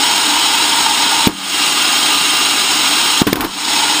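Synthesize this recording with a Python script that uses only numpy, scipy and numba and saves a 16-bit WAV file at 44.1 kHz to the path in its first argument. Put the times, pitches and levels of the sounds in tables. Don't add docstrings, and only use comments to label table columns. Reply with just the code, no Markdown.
import sys
import numpy as np
from scipy import signal
from scipy.fft import rfft, irfft
from scipy.io import wavfile
from numba import njit

SR = 44100
rng = np.random.default_rng(int(sys.argv[2]) if len(sys.argv) > 2 else 0)


def bounce(signal):
    frames = np.transpose(np.atleast_2d(signal))
    limited = np.clip(frames, -1, 1)
    pcm = np.round(limited * 32767).astype(np.int16)
    wavfile.write(sys.argv[1], SR, pcm)


N = 176400

# f/Hz, level/dB
JET_COLOUR = [(20, -41), (60, -22), (110, -20.5), (180, -10.5), (290, -15.5), (390, -6), (520, -15),
              (680, -7.5), (830, 0), (1100, -3.5), (1350, -3), (1850, -8), (2400, -3.5), (3000, -11.5),
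              (4000, -4.5), (4600, -6.5), (5400, -10.5), (6700, -8), (9000, -9), (10100, -19), (13700, -21),
              (15200, -13.5)]
# f/Hz, width/Hz, level/dB
ROAR_PEAKS = [(294, 48.4, -3), (1336, 18.3, -5.5), (1430.5, 16, -1), (1655, 59, -8.5), (2021, 39, -7),
              (2190, 36, -6), (2573, 44, -2), (2781, 34, -3), (2915, 137, -3), (2996, 11.7, 1.5),
              (3170, 38, 2.5), (3280, 75, -5.5), (3334, 27, -4.5), (3417, 34, 0.5), (3664, 110, -2.5),
              (3876, 112, -3), (4040, 42, 0.5), (4248, 63, -5.5), (4470, 37, -17.5), (4640, 64, -4.5),
              (5044, 55, -3), (5274, 180, -5.5), (5512, 60, -4), (6530, 110, -5), (6890, 107, -10),
              (7050, 30, -9.5), (8050, 226, -9.5), (8800, 53, -2.5), (9000, 28, -21.5)]
# f/Hz, width/Hz, level/dB
HOWL_PEAKS = [(838.5, 15.6, -6.5), (913, 44, -4.5), (958, 8.3, -6)]
# f/Hz, width/Hz, level/dB
WHISTLE_PEAKS = [(1211, 41, 0), (3170, 68, 0)]
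# f/Hz, level/dB
WHISTLE_TONES = [(2782, -24.5), (9217, -35), (14783, -36)]
# t/s, howl gain, whistle gain
HOWL_AND_WHISTLE = [(0, 0.84, 0.45), (1.27, 1.04, 0.63), (1.35, 0.068, 0.96), (3.22, 0.27, 1),
                    (3.55, 0.43, 0.23), (3.8, 0.78, 0.12)]
# t/s, level/dB
ENGINE_LEVEL = [(0, 0), (3.22, 0), (3.48, -1), (3.6, .8), (4, -.5)]
# t/s, pulse level/dB, pulse cycle/ms, crack level/dB, crack fade/s, boom level/dB, boom fade/s
BACKFIRES = [(1.2739, 14.5, 4.37, 6, 0.0041, 3, 0.023), (3.2197, 15.5, 4, -0.5, 0.0065, -1.5, 0.021),
             (3.2695, 13, 3.3, 4.5, 0.012, 6.5, 0.017), (3.3305, 17.5, 3.4, 14.5, 0.0031, 3, 0.023),
             (3.357, 13, 3.1, 8, 0.0088, 3, 0.059), (3.4076, 4, 1.2, 9, 0.01, -2, .025),
             (3.4443, 5, 2.8, -0.5, 0.012, 2, 0.0082)]
# f/Hz, level/dB
CRACK_COLOUR = [(200, -54), (1200, 0), (3500, 0), (8000, -13.5), (15000, -2.5)]
# f/Hz, level/dB
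BOOM_COLOUR = [(20, -11), (70, -8), (170, -12.5), (310, 2.5), (560, -16), (1000, -3), (2000, -17.5),
               (8000, -31)]
# f/Hz, level/dB
ROOM_NOTES = [(193, -17), (226, -28), (282, -17)]
# t/s, level/dB
SPUTTER_LEVEL = [(3.35, -44), (3.385, -12), (3.4, 0), (3.445, -1.5), (3.47, -8), (3.5, -48)]
# f/Hz, width/Hz, level/dB
MIC_DIPS = [(6048, 204, -9.5), (11960, 444, -52)]


def gain(db):
    return 10 ** (np.asarray(db) / 20)


def curve(rows, column=1):
    rows = np.array(rows, float)
    return np.interp(np.arange(N) / SR, rows[:, 0], rows[:, column])


def frequencies():
    return np.maximum(np.arange(N // 2 + 1) * SR / N, 1)


def colour(points):
    hz, db = np.array(points, float).T
    return gain(np.interp(np.log(frequencies()), np.log(hz), db))


def peaks(rows):
    f = frequencies()
    return np.sqrt(sum((gain(db) / (1 + 2 * ((f - hz) / width) ** 2)) ** 2 for hz, width, db in rows))


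def noise(shape):
    x = irfft(rfft(rng.standard_normal(N)) * shape, N)
    return x / np.std(x)


def waver(hz):
    return noise(1 / (1 + (frequencies() / hz) ** 4))


def wall_echoes():
    t = np.arange(N) / SR
    echoes = rng.standard_normal(N) * np.exp(-t / .012) * (t > .002)
    strength = gain(-10) * frequencies() / (frequencies() + 900)
    return np.abs(1 + strength * rfft(echoes) / np.linalg.norm(echoes)) / np.sqrt(1 + strength ** 2)


def jet_roar():
    return gain(-15.5) * noise(colour(JET_COLOUR) * wall_echoes())


def roar_ring():
    return gain(-15) * noise(peaks(ROAR_PEAKS))


def howl():
    return gain(-21) * curve(HOWL_AND_WHISTLE) * noise(peaks(HOWL_PEAKS))


def whistle():
    sound = gain(-23.5) * noise(peaks(WHISTLE_PEAKS))
    for hz, db in WHISTLE_TONES:
        level = np.sqrt(2) * gain(db + 1.5 * waver(hz=9.2))
        pitch = hz + 4.44 * waver(hz=9.8)
        sound += level * np.sin(2 * np.pi * np.cumsum(pitch) / SR)
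    return curve(HOWL_AND_WHISTLE, column=2) * sound


def engine():
    sound = jet_roar() + roar_ring() + howl() + whistle()
    flutter_db = 0.68 * waver(hz=90)
    return sound * gain(curve(ENGINE_LEVEL) + flutter_db)


def pressure_pulse(cycles):
    rise_cycles, fade_cycles = 0.51, 0.31
    phase = 2 * np.pi * cycles
    swing = np.cos(phase + 0.37 * np.cos(phase))
    return swing * np.exp(-np.where(cycles < 0, (cycles / rise_cycles) ** 2, cycles / fade_cycles))


def gas_crack(t, cycles, fade_s):
    rise = np.clip(1 + 2 * cycles, 0, 1) ** 2
    return noise(colour(CRACK_COLOUR)) * rise * np.exp(-np.maximum(t, 0) / fade_s)


def garage_boom(t, fade_s):
    delay_s, rise_s, ring_fade_s = 0.0034, 0.00067, 0.089
    age = np.maximum(t - delay_s, 0)
    boom = noise(colour(BOOM_COLOUR)) * np.exp(-age / fade_s)
    notes = sum(gain(db) * np.sin(2 * np.pi * (hz * age + rng.random())) for hz, db in ROOM_NOTES)
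    ring = notes * np.exp(-age / ring_fade_s) * gain(3 * waver(hz=45))
    return (boom + ring) * (1 - np.exp(-age / rise_s))


def backfires():
    out = np.zeros(N)
    for start, pulse_db, cycle_ms, crack_db, crack_s, boom_db, boom_s in BACKFIRES:
        t = np.arange(N) / SR - start
        cycles = t * 1000 / cycle_ms
        out += gain(pulse_db) * pressure_pulse(cycles)
        out += gain(crack_db) * gas_crack(t, cycles, crack_s)
        out += gain(boom_db) * garage_boom(t, boom_s)
    return out


def sputter():
    return gain(curve(SPUTTER_LEVEL)) * noise(colour(BOOM_COLOUR))


def scene():
    return np.tile(engine() + backfires() + sputter(), (2, 1))


@njit
def hold_peaks(x, hold_samples, fall):
    out, peak, wait = np.empty(len(x)), 0., 0.
    for i in range(len(x)):
        wait -= 1
        if x[i] > peak:
            peak, wait = x[i], hold_samples
        elif wait < 0:
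            peak *= fall
        out[i] = peak
    return out


def volume_control(x):
    limit_db, sharpness = 1.5, 4.3
    react_s, hold_s, recover_s = 0.0028, 0.046, 0.14
    overload = hold_peaks(np.abs(x), hold_s * SR, np.exp(-1 / (recover_s * SR))) / gain(limit_db)
    wanted_cut = np.log(1 + overload ** sharpness) / sharpness
    lag = np.exp(-1 / (react_s * SR))
    cut = signal.lfilter([1 - lag], [1, -lag], wanted_cut)
    return x * np.exp(-cut)


def record(dry):
    dips_db = sum(db * np.exp(-((frequencies() - hz) / width) ** 2) for hz, width, db in MIC_DIPS)
    x = irfft(rfft(dry[0]) * gain(dips_db), N)
    x = np.clip(volume_control(x), -1, 1)
    treble_cut = signal.ellip(12, .2, 72, 15350, fs=SR, output="sos")
    return np.tile(signal.sosfilt(treble_cut, x), (2, 1))


dry = scene()
out = record(dry)
bounce(out)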